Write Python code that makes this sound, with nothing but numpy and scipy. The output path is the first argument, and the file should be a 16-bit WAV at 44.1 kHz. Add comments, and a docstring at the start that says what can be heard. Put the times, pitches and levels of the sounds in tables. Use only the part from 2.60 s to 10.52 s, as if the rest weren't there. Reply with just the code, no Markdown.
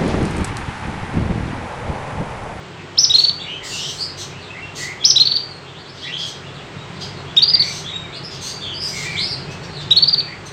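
"""A caged canary, close by in a hard-walled room, sings four quick runs of arched chirps.
Each chirp is a near-pure tone shaped by throat and beak, with slaps off the cage tray and wall behind it.
Other small birds further off answer with warbled whistles and buzzy rasps, mostly through the room's echo.
Underneath, a low hum sits in the room's modes and a soft rush of air goes on."""
import sys
import numpy as np
from scipy import signal
from scipy.fft import rfft, irfft, next_fast_len
from scipy.io import wavfile
from scipy.ndimage import uniform_filter1d, minimum_filter1d

SR = 44100
rng = np.random.default_rng(int(sys.argv[2]) if len(sys.argv) > 2 else 0)


def generate_wav(sig):
    """Save sig (samples, or channels by samples) to the path in sys.argv[1] as 16-bit PCM at SR."""
    pcm = np.round(np.clip(np.atleast_2d(sig).T, -1, 1) * 32767).astype(np.int16)
    wavfile.write(sys.argv[1], SR, pcm)


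N = 349272

# fader rides of the background, before its trims: time_s, hum_db, air_db
BED_RIDES = [(0.0, -39.5, -40), (2.25, -39.5, -39), (3.29, -42.5, -41.5), (4.41, -35, -37.5),
             (5.78, -37.5, -39), (6.88, -31.5, -37), (7.92, -36, -39.5)]
# room modes that carry the hum: pitch_hz, base_width_hz, relative_db
ROOM_MODES = [(47, 23, -19), (64.5, 5.9, -13.5), (88.6, 6, -12.5), (97.2, 10.7, -3), (134.4, 10.8, -2),
              (148.3, 5.7, -1.5), (167.5, 5.6, -2.5), (187.5, 14.4, -9)]
# tone of the rush of air: frequency_hz, gain_db
AIR_EQ = [(30, -12.5), (120, -14.5), (260, 5.5), (315, 3), (350, 8), (405, 8.5), (500, 2), (750, 2),
          (1300, 0.5), (1800, -2), (2900, -4), (4200, -9), (6000, -17.5), (8000, -18), (15000, -47.5)]
# the clearer far whistles: start_s, length_s, middle_hz, glide_octaves, relative_db
WHISTLE_CUES = [(.79, 0.041, 3620, 0.33, -35.5), (.825, .11, 2450, 0.3, -43),
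                (.855, .11, 3016, 0.13, -35.5), (.995, 0.071, 2040, -0.2, -43.5),
                (1.105, 0.19, 3017, 0.23, -36.5), (1.375, 0.066, 4680, 0.19, -29),
                (1.886, 0.041, 2644, .05, -41.5), (1.94, .05, 2120, .15, -39),
                (2.016, 0.025, 2732, 0, -36.5), (2.17, .16, 2077, .2, -38), (2.397, 0.067, 3310, -0.1, -35),
                (3.413, 0.041, 3490, 0.45, -34.5), (3.435, 0.069, 2330, 0.72, -37),
                (3.515, .04, 3230, 0.2, -28.5), (3.583, 0.084, 3260, -0.14, -35),
                (4.912, .2, 2172, 0.24, -40.5), (5.24, 0.061, 3476, 0.27, -34.5),
                (5.324, 0.05, 3772, .015, -32), (5.52, 0.052, 4200, 0.34, -37.5),
                (5.635, 0.018, 5230, -0.16, -31), (5.85, 0.2, 4620, -.1, -42.5),
                (6.003, 0.13, 3290, -.23, -35), (6.125, .1, 4850, 0.09, -35),
                (6.2, 0.064, 5085, -0.19, -27.5), (6.266, 0.029, 5820, 0.12, -35),
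                (6.311, 0.15, 2120, -.2, -38), (6.442, 0.17, 2303, -0.14, -34.5),
                (6.558, 0.091, 4270, 0.71, -26.5), (6.67, 0.064, 4750, -0.37, -30),
                (7.141, 0.072, 3950, -0.3, -39), (7.665, 0.071, 2080, 0.33, -42)]
# far rasps: start_s, length_s, centre_hz, relative_db
RASP_CUES = [(0.534, 0.093, 6380, -29), (1.026, 0.15, 6770, -28), (1.123, 0.2, 5670, -27.5),
             (1.314, 0.13, 7700, -36.5), (1.566, .067, 6210, -27.5), (2.147, 0.1, 6680, -26.5),
             (3.331, 0.17, 4790, -38.5), (3.57, .075, 4860, -26.5), (3.645, 0.049, 6320, -29.5),
             (4.397, 0.043, 4720, -25.5), (5.019, 0.18, 6130, -29), (5.694, 0.068, 5110, -31),
             (5.804, 0.097, 6820, -26), (6.214, 0.17, 7830, -33), (6.338, 0.12, 7000, -29),
             (6.38, 0.23, 4280, -36), (6.481, 0.19, 7550, -42.5), (6.898, 0.027, 5520, -33),
             (7.03, 0.012, 5870, -22), (7.193, 0.035, 5060, -34), (7.85, 0.022, 6720, -29)]
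# tone shared by all rasps: frequency_hz, gain_db
RASP_EQ = [(1500, -53), (2800, 6), (4000, 3.5), (5500, -1.5), (7500, -9.5), (9000, -5.5), (12000, -14.5),
           (15500, -15)]
# canary chirps, in four runs: start_s, length_s, start_hz, top_hz, relative_db
CHIRP_CUES = [(.372, .083, 2480, 6000, -10.5), (0.494, 0.033, 2520, 3860, -9.5),
              (0.535, .032, 2414, 4225, -6), (0.581, .027, 3700, 4460, -6.5),
              (0.637, 0.018, 4274, 4570, -5.5), (.678, 0.023, 4426, 4570, -9.5),
              (2.437, 0.078, 2450, 6120, -8.5), (2.556, 0.031, 2540, 3990, -5),
              (2.595, 0.033, 2640, 4220, -5), (2.653, 0.026, 4404, 4620, -6),
              (2.709, 0.016, 4450, 4460, -8), (2.753, 0.021, 4370, 4727, -9),
              (4.764, 0.033, 2140, 3736, -2), (4.819, 0.027, 3816, 4820, -8.5),
              (4.876, .030, 4110, 5030, -12.5), (4.935, 0.024, 4470, 4780, -9),
              (4.994, 0.035, 4010, 4580, -9.5), (7.305, .028, 2255, 3900, -3.5),
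              (7.359, 0.035, 2680, 4386, -6.5), (7.422, 0.023, 4410, 4530, -7),
              (7.474, 0.025, 3900, 4870, -12), (7.527, 0.023, 4436, 4670, -10),
              (7.578, 0.032, 4310, 4580, -14)]
# partials of a chirp before the throat: multiple, level_db
CHIRP_PARTIALS = [(1, -1), (2, -23), (3, -33), (4, -38)]
# what the canary's throat and beak let through: frequency_hz, gain_db
THROAT_EQ = [(2300, -20), (3000, -13), (3500, -5), (3850, 0), (5400, 0), (6300, 0), (7500, -14),
             (9000, -19), (13000, -9)]
# tone of the direct path from beak to microphone: frequency_hz, gain_db
DIRECT_EQ = [(2500, -4.5), (4200, -2), (5300, 7), (5700, 0.5), (6100, -15), (7500, 1), (13000, -4.5)]
# pitch at which the direct chirp dips, shifting from run to run as the microphone moves: time_s, pitch_hz
DIRECT_NOTCH = [(.6, 4670), (2.7, 4600), (4.9, 4990), (7.4, 5120)]
# tone of the song as it spreads out to the walls: frequency_hz, gain_db
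SPREAD_EQ = [(2500, 4.5), (3400, -3), (4100, -7), (4700, 3), (5300, 9.5), (6100, -4)]
# slaps off the cage tray and the wall behind it: delay_s, gain_db
SLAPS = [(.0021, -20.5), (.0047, -17.5), (.0093, -22.5)]
# a dip in the treble around 9-11 kHz over the whole mix: frequency_hz, gain_db
TREBLE_DIP_EQ = [(7500, 0.5), (8700, -3), (9400, -21.5), (10200, -13.5), (12000, -2), (15500, -3)]


def from_db(db):
    """Decibels to gain."""
    return 10 ** (np.asarray(db) / 20)


def unit_rms(x):
    """Scale to an rms of one."""
    return x / np.sqrt(np.mean(x ** 2) + 1e-20)


def gain_at(curve, hz):
    """Read an EQ curve as gain, on a log-frequency axis."""
    curve_hz, curve_db = np.transpose(curve)
    return from_db(np.interp(np.log(np.maximum(hz, 1)), np.log(curve_hz), curve_db))


def equalise(x, curve):
    """Run a sound through an EQ curve."""
    size = next_fast_len(len(x) + 2048)
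    return irfft(rfft(x, size) * gain_at(curve, np.fft.rfftfreq(size, 1 / SR)), size)[:len(x)]


def resonate(x, hz, width_hz):
    """One resonance with unity gain at its peak."""
    r = np.exp(-np.pi * width_hz / SR)
    feedback = [1, -2 * r * np.cos(2 * np.pi * hz / SR), r * r]
    return signal.lfilter(np.array([1, 0, -1]) * (1 - r * r) / 2, feedback, x)


def wander(t, per_s):
    """Random wavering around zero within one call, with a spread of about one."""
    knots = rng.standard_normal(512)
    return np.interp(t * per_s, np.arange(len(knots)), knots)


def swell(t, length_s, attack_s, release_s):
    """Smooth fade in and out of a call."""
    fade_in = np.sin(np.pi / 2 * np.clip(t / attack_s, 0, 1))
    fade_out = np.sin(np.pi / 2 * np.clip((length_s - t) / release_s, 0, 1))
    return fade_in * fade_out


def add(track, start_s, sound):
    """Mix a sound into a track."""
    at = max(round(start_s * SR), 0)
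    track[at:at + len(sound)] += sound[:max(N - at, 0)]


def room_hum(widen=1.37):
    """A noise rumble held in the room's low modes."""
    rumble = rng.standard_normal((2, N + SR))
    hum = np.zeros(N + SR)
    for k, (hz, base_width_hz, db) in enumerate(ROOM_MODES):
        width_hz = widen * base_width_hz
        hum += from_db(db) * resonate(resonate(rumble[k % 2], hz, width_hz), hz, width_hz)
    return unit_rms(hum[SR:])  # a second of pre-roll lets the modes build


def background(hum_trim_db=-0.5, air_trim_db=2.0):
    """The bed: the hum under a soft rush of air, each slowly rising and falling."""
    t = np.arange(N) / SR
    time_s, hum_db, air_db = np.transpose(BED_RIDES)
    hum = from_db(np.interp(t, time_s, hum_db) + hum_trim_db) * room_hum()
    air = unit_rms(equalise(rng.standard_normal(N), AIR_EQ))
    return hum + from_db(np.interp(t, time_s, air_db) + air_trim_db) * air


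def room_echo(x, build_s, early_db, early_s, t60_s=0.48, crossover_hz=7000):
    """Dense wall reflections: strong early ones, then a tail whose treble dies sooner."""
    t = np.arange(SR) / SR
    white = rng.standard_normal(SR)
    low = signal.sosfilt(signal.butter(2, crossover_hz, fs=SR, output="sos"), white)
    high = signal.sosfilt(signal.butter(2, crossover_hz, "high", fs=SR, output="sos"), white[::-1])
    tail = low * from_db(-60 * t / t60_s) + high * from_db(-60 * t / (.7 * t60_s))
    tail *= (1 - np.exp(-t / build_s)) * (1 + from_db(early_db) * np.exp(-t / early_s))
    return signal.fftconvolve(x, tail / np.sqrt(np.sum(tail ** 2)))[:N]


def twitter_cues(count=64, per_s=7, usual_s=.06, usual_hz=3186, glide_octaves=.9, relative_db=-47.5):
    """Faint filler whistles at loosely even times, each with its own length, pitch and glide."""
    nudge, stretch, detune, glide = rng.uniform(-1, 1, (count, 4)).T
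    start_s = (np.arange(count) + 1 + nudge / 2) / per_s
    length_s = usual_s * (1 + stretch / 2)
    middle_hz = usual_hz * 2 ** (detune / 2)
    return np.transpose([start_s, length_s, middle_hz, glide_octaves * glide, np.full(count, relative_db)])


def far_whistles(arch_octaves=0.0315, wide_glide_octaves=.2, octave_db=-15):
    """Warbled tones that glide up or down along a shallow arch."""
    out = np.zeros(N)
    for start_s, length_s, middle_hz, octaves, level_db in [*WHISTLE_CUES, *twitter_cues()]:
        t = np.arange(int(length_s * SR)) / SR
        along = t / length_s - .5
        glide_hz = middle_hz * 2 ** (octaves * along - arch_octaves * (2 * along) ** 2)
        # wide glides warble most, held notes are nearly pure
        warble = 0.0046 + 0.0486 * min(abs(octaves) / wide_glide_octaves, 1)
        hz = glide_hz * (1 + warble * wander(t, per_s=421))
        phase = 2 * np.pi * np.cumsum(hz) / SR
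        # high notes are forced and carry a stronger octave
        strain = min(middle_hz / 5000, 1) ** 2
        tone = np.sin(phase) + strain * from_db(octave_db) * np.sin(2 * phase)
        envelope = swell(t, length_s, attack_s=.01, release_s=.008)
        add(out, start_s, from_db(level_db) * envelope * unit_rms(tone))
    return out


def far_rasps(buzz_hz=260, jitter=0.24, throat_width_hz=3200, octave_db=-8):
    """Harsh calls: a fast buzz throws the pitch about and chops a hiss in the throat's resonance."""
    out, breath = np.zeros(N), rng.standard_normal(N)
    for start_s, length_s, centre_hz, level_db in RASP_CUES:
        puff = breath[int(start_s * SR):][:int(length_s * SR)]
        t = np.arange(len(puff)) / SR
        rate_hz = buzz_hz * (1 + jitter * wander(t, per_s=150))
        buzz = np.sin(2 * np.pi * np.cumsum(rate_hz) / SR)
        hz = centre_hz * (1 + .04 * buzz + .08 * wander(t, per_s=45) + .03 * wander(t, per_s=900))
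        phase = 2 * np.pi * np.cumsum(hz) / SR
        # the voice breaks into thirds of its pitch, which adds a partial on either side
        squeal = np.sin(phase) + .35 * np.sin(phase * 2 / 3) + .6 * np.sin(phase * 4 / 3)
        squeal += from_db(octave_db) * np.sin(2 * phase)
        chopped = puff * (1 + .8 * buzz) ** 2
        hiss = .8 * unit_rms(resonate(chopped, centre_hz, throat_width_hz))
        rasp = unit_rms(equalise(squeal + hiss, RASP_EQ))
        envelope = swell(t, length_s, attack_s=.014, release_s=.014)
        add(out, start_s, from_db(level_db) * envelope * rasp)
    return out


def chirp_arch(t, length_s, start_hz, top_hz, end_hz, bow_hz_per_s2=2.5e5):
    """Pitch of one chirp: a quick climb, a gently bowed top, a steep dive."""
    climb_s = .0053 * (top_hz / 4400) ** 2.4  # higher notes climb longer
    dive_s = .0115 * (length_s / .03) ** .5  # longer notes dive longer
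    held_hz = top_hz - bow_hz_per_s2 * (t - length_s / 2) ** 2
    climb = np.exp(-(t / climb_s) ** 1.35)
    dive = np.clip(1 - (length_s - t) / dive_s, 0, 1) ** 2.1
    return held_hz - (held_hz - start_hz) * climb - (held_hz - end_hz) * dive


def chirp_voice(t, hz, top_hz, flank_db_per_octave=3, hiss_db=-41):
    """A near-pure tone through throat and beak, with a trace of hiss; weaker below its top pitch."""
    phase = 2 * np.pi * np.cumsum(hz) / SR
    flank_db = flank_db_per_octave * np.log2(hz / top_hz)
    tone = from_db(hiss_db) * rng.standard_normal(SR)[:len(t)]
    for multiple, db in CHIRP_PARTIALS:
        # higher partials flicker more and fade more on the flanks of the arch
        shift_db = (multiple - 1) * (2 * wander(t, per_s=130) + flank_db / 2)
        tone += from_db(db + shift_db) * gain_at(THROAT_EQ, multiple * hz) * np.sin(multiple * phase)
    return from_db(flank_db) * np.sqrt(2) * tone


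def canary(notch_db=-8, notch_width_hz=220, reverb_db=-7.0):
    """The close song: direct sound notched by a reflection, short slaps, then the room's echo."""
    direct, radiated, slaps = np.zeros((3, N))
    for start_s, length_s, start_hz, top_hz, level_db in CHIRP_CUES:
        t = np.arange(int(length_s * SR)) / SR
        end_hz = 2176 + 80 * start_s  # the dives get shallower from run to run
        hz = chirp_arch(t, length_s, start_hz, top_hz, end_hz) * (1 + .004 * wander(t, per_s=400))
        # notes that start high fade in; the others enter through the throat's weak low range
        envelope = swell(t, length_s, attack_s=0.0057 * (start_hz / top_hz) ** 2, release_s=0.0018)
        chirp = from_db(level_db) * envelope * chirp_voice(t, hz, top_hz)
        notch_hz = np.interp(start_s, *np.transpose(DIRECT_NOTCH))
        in_notch = np.exp(-((hz - notch_hz) / notch_width_hz) ** 2)
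        add(direct, start_s, chirp * from_db(notch_db * in_notch))
        add(radiated, start_s, chirp)
    radiated = equalise(radiated, SPREAD_EQ)
    for delay_s, db in SLAPS:
        add(slaps, delay_s, from_db(db) * radiated)
    reverb = room_echo(radiated, build_s=0.0021, early_db=8.5, early_s=0.13)
    return equalise(direct, DIRECT_EQ) + slaps + from_db(reverb_db) * reverb


def scene(whistle_db=5.0, rasp_db=-3.0, far_direct_db=-11):
    """The mono mix: canary up front, far birds mostly in reverb, the bed underneath."""
    calls = from_db(whistle_db) * far_whistles() + from_db(rasp_db) * far_rasps()
    far_birds = from_db(far_direct_db) * calls + room_echo(calls, build_s=.004, early_db=0, early_s=.038)
    return (canary() + far_birds + background())[None]


def record(dry, ceiling=.92, limiter_samples=45, cutoff_hz=15800):
    """The master chain: a treble dip around 9-11 kHz, a fast limiter on the peaks, a steep high cut."""
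    heard = equalise(dry[0], TREBLE_DIP_EQ)
    gain = np.minimum(1, ceiling / (np.abs(heard) + 1e-9))
    gain = uniform_filter1d(minimum_filter1d(gain, size=limiter_samples), size=limiter_samples)
    high_cut = signal.ellip(12, .1, 90, cutoff_hz, fs=SR, output="sos")
    return signal.sosfilt(high_cut, heard * gain)[None]


dry = scene()
out = record(dry)
generate_wav(out)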